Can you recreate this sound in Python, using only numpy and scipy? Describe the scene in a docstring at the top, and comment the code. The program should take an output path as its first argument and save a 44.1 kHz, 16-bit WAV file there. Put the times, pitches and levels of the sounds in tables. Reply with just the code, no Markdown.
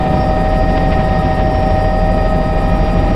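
"""A turbine helicopter in steady low flight, heard inside the cockpit.
The two-bladed main rotor drums on the cabin and the tail rotor hums: both are sums of slightly unsteady tones.
Gears sing and the gas turbine whines in the same way; the turbine speeds up a little.
Air roars around the cabin and hisses through the door seals, puffing with each blade: both are shaped noise."""
import sys
import numpy as np
from scipy import signal
from scipy.fft import rfft, irfft, next_fast_len
from scipy.io import wavfile
from scipy.ndimage import uniform_filter1d

SR = 44100
rng = np.random.default_rng(int(sys.argv[2]) if len(sys.argv) > 2 else 0)


def pcm_store(signal):
    """Save signal as 16-bit PCM."""
    levels = np.round(np.clip(np.atleast_2d(signal), -1, 1) * 32767)
    wavfile.write(sys.argv[1], SR, levels.astype(np.int16).T)


N = 138915
TIME = np.arange(N) / SR  # s

# Level drift [dB] of input gear mesh, planet mesh and turbine shaft; flutter [share of tone] of the latter two
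STEADY_DRIFT_DB, STEADY_FLUTTER = 0.24, 0.13


def amp(db):
    """Turns decibels into a gain."""
    return 10 ** (np.asarray(db) / 20)


def unit(x):
    """Scales a signal to an rms (average strength) of 1."""
    return x / np.sqrt(np.mean(abs(x) ** 2) + 1e-20)


def curve(points, column=1):
    """Joins one column of (time, value, ..) rows by straight lines."""
    table = np.transpose(points)
    return np.interp(TIME, table[0], table[column])


def colour(points, hz):
    """Reads the gain at each frequency from (frequency [Hz], level [dB]) rows."""
    f, db = np.transpose(points)
    return amp(np.interp(np.log(hz + 1), np.log(f + 1), db))


def shaped(gain):
    """Makes noise of rms 1 whose spectrum follows gain(Hz)."""
    size = next_fast_len(N + SR)
    spectrum = rfft(rng.standard_normal(size))
    noise = irfft(spectrum * gain(np.fft.rfftfreq(size, 1 / SR)), size)
    return unit(noise[:N])


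def wander(hz):
    """Makes a random motion of rms 1, mostly slower than hz."""
    motion = shaped(lambda f: 1 / (1 + (f / hz) ** 3))
    return unit(motion - motion.mean())


def tone(turns, db, drift_db, flutter):
    """Makes one sine tone that drifts in level and flutters in level and phase."""
    drift_hz, flutter_hz = 4, 23.3
    # The two parts of a complex number shake level and phase together
    jitter = (wander(flutter_hz) + 1j * wander(flutter_hz)) / np.sqrt(2)
    body = unit((1 + flutter * jitter) * amp(drift_db * wander(drift_hz)))
    spin = np.exp(2j * np.pi * (turns + rng.random()))  # starts at a random phase
    return np.sqrt(2) * amp(db) * (body * spin).real


def rotors(blade):
    """Passing main and tail rotor blades drum on the cabin at multiples of their blade rates."""
    # Main rotor tones: multiples of the blade rate, and their levels [dB]
    main_orders = [1, 2, 4, 5, 6, 7]
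    main_db = [-29.5, -32, -24, -29, -30, -33]
    # The cabin booms most at the third multiple: (time [s], level [dB])
    boom_db = [(0, -38), (.5, -16), (1, -20.5), (1.45, -21), (1.7, -18), (2.2, -15), (2.45, -19),
               (2.8, -15.5), (3.15, -17.5)]
    # Tail rotor's own blade tone: (time [s], level [dB])
    tail_db = [(0, -36), (.7, -24), (1.4, -20), (1.8, -27.5), (2.2, -34), (2.6, -25.5), (3.15, -25.5)]
    # Its overtones: (multiple of the tail blade rate, level [dB])
    tail_overtones = [(2, -34), (3, -33), (5, -39)]
    tail_order = 6.49  # tail blade passes per main blade pass
    drift_db, flutter = 2.54, 0.059

    out = tone(3 * blade, curve(boom_db), drift_db=-1.0, flutter=0.07)
    for order, db in zip(main_orders, main_db):
        out += tone(order * blade, db, drift_db, flutter)
    for harmonic, db in [(1, curve(tail_db))] + tail_overtones:
        out += tone(harmonic * tail_order * blade, db, drift_db, flutter)
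    return out


def gearbox(blade):
    """Meshing teeth and turning shafts sing at fixed multiples of the main rotor's blade rate."""
    # Input gear's mesh tone: (time [s], level [dB])
    bevel_db = [(0, -36), (.8, -31.5), (1.5, -33.5), (2.3, -34.5), (3.15, -39.5)]
    # Lesser gears and shafts: multiples of the blade rate, and their levels [dB]
    gear_orders = [7.63, 42.24, 57, 76.32, 129.73, 147.33, 150.34, 162.9, 169, 198]
    gear_db = [-25.5, -37, -37.5, -40.5, -51, -43.5, -46, -53, -64, -56.5]
    # High gear whines that swell and fade: multiples of the blade rate
    whine_orders = [190.78, 290, 381.54, 1055.6]
    # Their levels: (time [s], level of 1st, 2nd, 3rd, 4th whine [dB])
    whine_db = [(0, -42, -45, -54, -80), (.16, -45.5, -51, -44, -71), (.7, -47.5, -53, -46, -75),
                (1.15, -49.5, -47, -49.5, -86), (1.6, -47.5, -54, -49, -78), (2.1, -46, -55, -45, -78),
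                (2.65, -44.5, -51, -48, -68), (3.15, -47, -55, -47.5, -73)]

    out = tone(145 * blade, curve(bevel_db), STEADY_DRIFT_DB, flutter=0.28)
    for order, db in zip(gear_orders, gear_db):
        out += tone(order * blade, db, drift_db=1.87, flutter=0.31)
    for column, order in enumerate(whine_orders, 1):
        out += tone(order * blade, curve(whine_db, column), drift_db=1.3, flutter=0.43)
    return out


def planets(blade):
    """The planet gears circle inside their ring, which splits their mesh tone into sidebands."""
    # Mesh tone and its sidebands, one blade rate apart from -3 to +3: level before the swell [dB]
    planet_db = [-46.5, -37, -49.5, -22, -33, -43, -38]
    # The same for the mesh tone's restless octave [dB]
    octave_db = [-50, -67, -45, -42, -36.5, -62, -46]
    # Swell of each group: (time [s], change of level [dB])
    planet_swell = [(0, -2.5), (.4, 1), (1, -1), (2.2, 1), (2.7, -2.5), (3.15, -2)]
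    octave_swell = [(0, 6), (.45, 3.5), (.75, -7), (1.15, 4.5), (1.6, -5), (2.25, 0), (2.6, -1), (3.15, 1)]
    mesh_order = 49.116  # multiple of the blade rate

    out = np.zeros(N)
    lowest = -(len(planet_db) // 2)
    for side, (mesh_level, octave_level) in enumerate(zip(planet_db, octave_db), lowest):
        mesh_turns = (mesh_order + side) * blade
        octave_turns = (2 * mesh_order + side) * blade
        out += tone(mesh_turns, mesh_level + curve(planet_swell), STEADY_DRIFT_DB, STEADY_FLUTTER)
        out += tone(octave_turns, octave_level + curve(octave_swell), drift_db=2.5, flutter=0.6)
    return out


def turbine():
    """The spinning shaft sounds a tone and overtones; accessory gears and compressor blades whine above."""
    # Shaft speed: (time [s], turns per second [Hz])
    shaft = [(0, 759.4), (.25, 765.8), (.55, 769.3), (.9, 768.9), (1.4, 767.7), (1.75, 768.8), (2.1, 774.8),
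             (2.45, 779.9), (3.15, 788.3)]
    # Shaft tone: (time [s], level [dB])
    shaft_db = [(0, -20), (1.1, -21), (1.75, -19.5), (2.3, -24), (3.15, -25)]
    # Overtones: multiples of the shaft speed, and their levels [dB]
    turbine_orders = [3, 4, 6.135, 8.083]
    turbine_db = [-57.5, -57.5, -59, -72]
    # Accessory gear whine and compressor whine: (time [s], level [dB])
    accessory_db = [(0, -64), (.1, -56), (.21, -44.5), (.38, -58.5), (.6, -50.5), (1.2, -50.5),
                    (1.65, -47.5), (2.1, -54), (2.5, -57.5), (2.75, -50.5), (3.15, -53)]
    compressor_db = [(0, -69), (.4, -74), (1.2, -74), (1.8, -75), (2.5, -75), (2.9, -71), (3.15, -71)]

    turns = np.cumsum(curve(shaft)) / SR
    out = tone(turns, curve(shaft_db), STEADY_DRIFT_DB, STEADY_FLUTTER)
    for order, db in zip(turbine_orders, turbine_db):
        out += tone(order * turns, db, drift_db=3.5, flutter=0.3)
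    out += tone(7.0833 * turns, curve(accessory_db), drift_db=1.0, flutter=0.34)
    out += tone(16 * turns, curve(compressor_db), drift_db=0.0, flutter=1.3)
    return out


def roar(blade):
    """Faintly patchy air noise booms in the cabin; the rotor wash buffets its upper middle band."""
    # Colour of the roar: (frequency [Hz], relative level [dB])
    roar_colour = [(8, -19), (25, -11), (45, -5.5), (66, -9.5), (105, -6), (135, -5), (170, 1), (195, -2.5),
                   (215, -12), (250, -5), (300, -10), (480, -13), (750, -15.5), (1000, -19.5), (1160, -27),
                   (1290, -24.5), (1420, -31), (2000, -30), (2800, -33.5), (3600, -38), (4700, -43),
                   (5800, -51), (8000, -61), (12000, -81)]
    # Slow swell: (time [s], change of the body [dB], change of the wash [dB])
    roar_swell = [(0, 2, -0.1), (.45, 0.4, 0.1), (.9, 1.1, 1.6), (1.4, -0.3, 0.5), (1.9, -0.9, 0.5),
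                  (2.4, -0.7, -1.1), (2.9, 0, 1.3), (3.15, 0.8, 1.5)]
    # Gusts of wash that strike the cabin: (time [s], half length [s], rise [dB])
    gusts = [(.135, .012, 3), (.777, .009, 5), (.93, .02, 3.8), (1.01, .018, 2), (1.55, .013, 3),
             (1.628, .008, 4), (1.78, .02, 2.2), (2.86, .025, 2), (3.09, .01, 2.6)]
    level_db, patch_db, buffet_db = -17.5, 0.03, 1.47
    wash_low_hz, wash_high_hz = 1150, 4200
    slap_depth, slap_at = 0.13, 0.82  # share of the wash; point within a blade pass [0..1]

    noise = shaped(lambda f: colour(roar_colour, f))
    hz, _, z = signal.stft(noise, SR, nperseg=1024, noverlap=768)
    # Random patches of level over frequency and time, weaker in the bass
    patches = uniform_filter1d(rng.standard_normal(z.shape), size=12, axis=0)
    patches = unit(uniform_filter1d(patches, size=10, axis=1))
    z = z * amp(patch_db * patches * (hz / (hz + 500))[:, None])

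    # Split the noise into the wash band and the rest, the body
    above_low = hz ** 4 / (hz ** 4 + wash_low_hz ** 4)
    band = (above_low / (1 + (hz / wash_high_hz) ** 4))[:, None]
    body = signal.istft(z * (1 - band), nperseg=1024, noverlap=768)[1][:N]
    wash = signal.istft(z * band, nperseg=1024, noverlap=768)[1][:N]

    slap = 1 + slap_depth * np.cos(2 * np.pi * (blade - slap_at))
    gust_db = sum(rise * np.exp(-((TIME - at) / half) ** 2) for at, half, rise in gusts)
    buffet = amp(curve(roar_swell, 2) + gust_db + buffet_db * wander(hz=30.5))
    return amp(level_db) * (body * amp(curve(roar_swell)) + wash * slap * buffet)


def seals(blade):
    """Air hisses through the door seals in puffs and a swaying leak; one blade pushes harder than the other."""
    # Colours of the puffing hiss and of the leak: (frequency [Hz], relative level [dB])
    puff_colour = [(5000, -18), (7500, -5), (9500, -4.5), (10800, -1.5), (11500, -7.5), (12300, -5.5),
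                   (13500, -14), (14400, -19), (15000, -29)]
    leak_colour = [(4500, -22), (6000, -36), (7000, 3), (8000, 4.5), (9000, -1.5), (11000, -9),
                   (13500, -16), (15000, -33)]
    puff_db, leak_db = -58.5, -58.5
    puff_swing_db, puff_uneven_db, puff_chance_db, leak_swing_db = 5.5, 0.9, 1.5, 2
    puff_at = 0.32  # loudest point within a blade pass [0..1]

    beat = np.cos(2 * np.pi * (blade - puff_at))
    uneven = np.cos(np.pi * (blade - puff_at - 1))  # repeats every two blade passes
    chance_db = puff_chance_db * wander(hz=12)
    puffs = unit(amp(puff_swing_db * beat + puff_uneven_db * uneven + chance_db))
    sway = unit(amp(leak_swing_db * (uneven + wander(hz=32))))
    puffing = amp(puff_db) * puffs * shaped(lambda f: colour(puff_colour, f))
    leaking = amp(leak_db) * sway * shaped(lambda f: colour(leak_colour, f))
    return puffing + leaking


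def scene():
    """Adds all sources; rotors, gears, wash and puffs follow the main rotor, the turbine its own shaft."""
    # Main rotor: (time [s], blade passes per second [Hz])
    rotor = [(0, 12.622), (.2, 12.703), (.55, 12.773), (.8, 12.791), (1.1, 12.772), (1.9, 12.756),
             (2.3, 12.76), (3.15, 12.718)]
    blade = np.cumsum(curve(rotor)) / SR  # blade passes so far
    machine = rotors(blade) + gearbox(blade) + planets(blade) + turbine()
    air = roar(blade) + seals(blade)
    return (machine + air)[None]


def record(dry):
    """The recorder rounds off the highest peaks and cuts the treble."""
    ceiling, cut_hz = 0.82, 15100  # ceiling as a share of full scale
    held = dry / (1 + (dry / ceiling) ** 12) ** (1 / 12)
    lowpass = signal.firwin(511, cut_hz, window=("kaiser", 9), fs=SR)
    return signal.oaconvolve(held, lowpass[None], "same")


dry = scene()
out = record(dry)
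pcm_store(out)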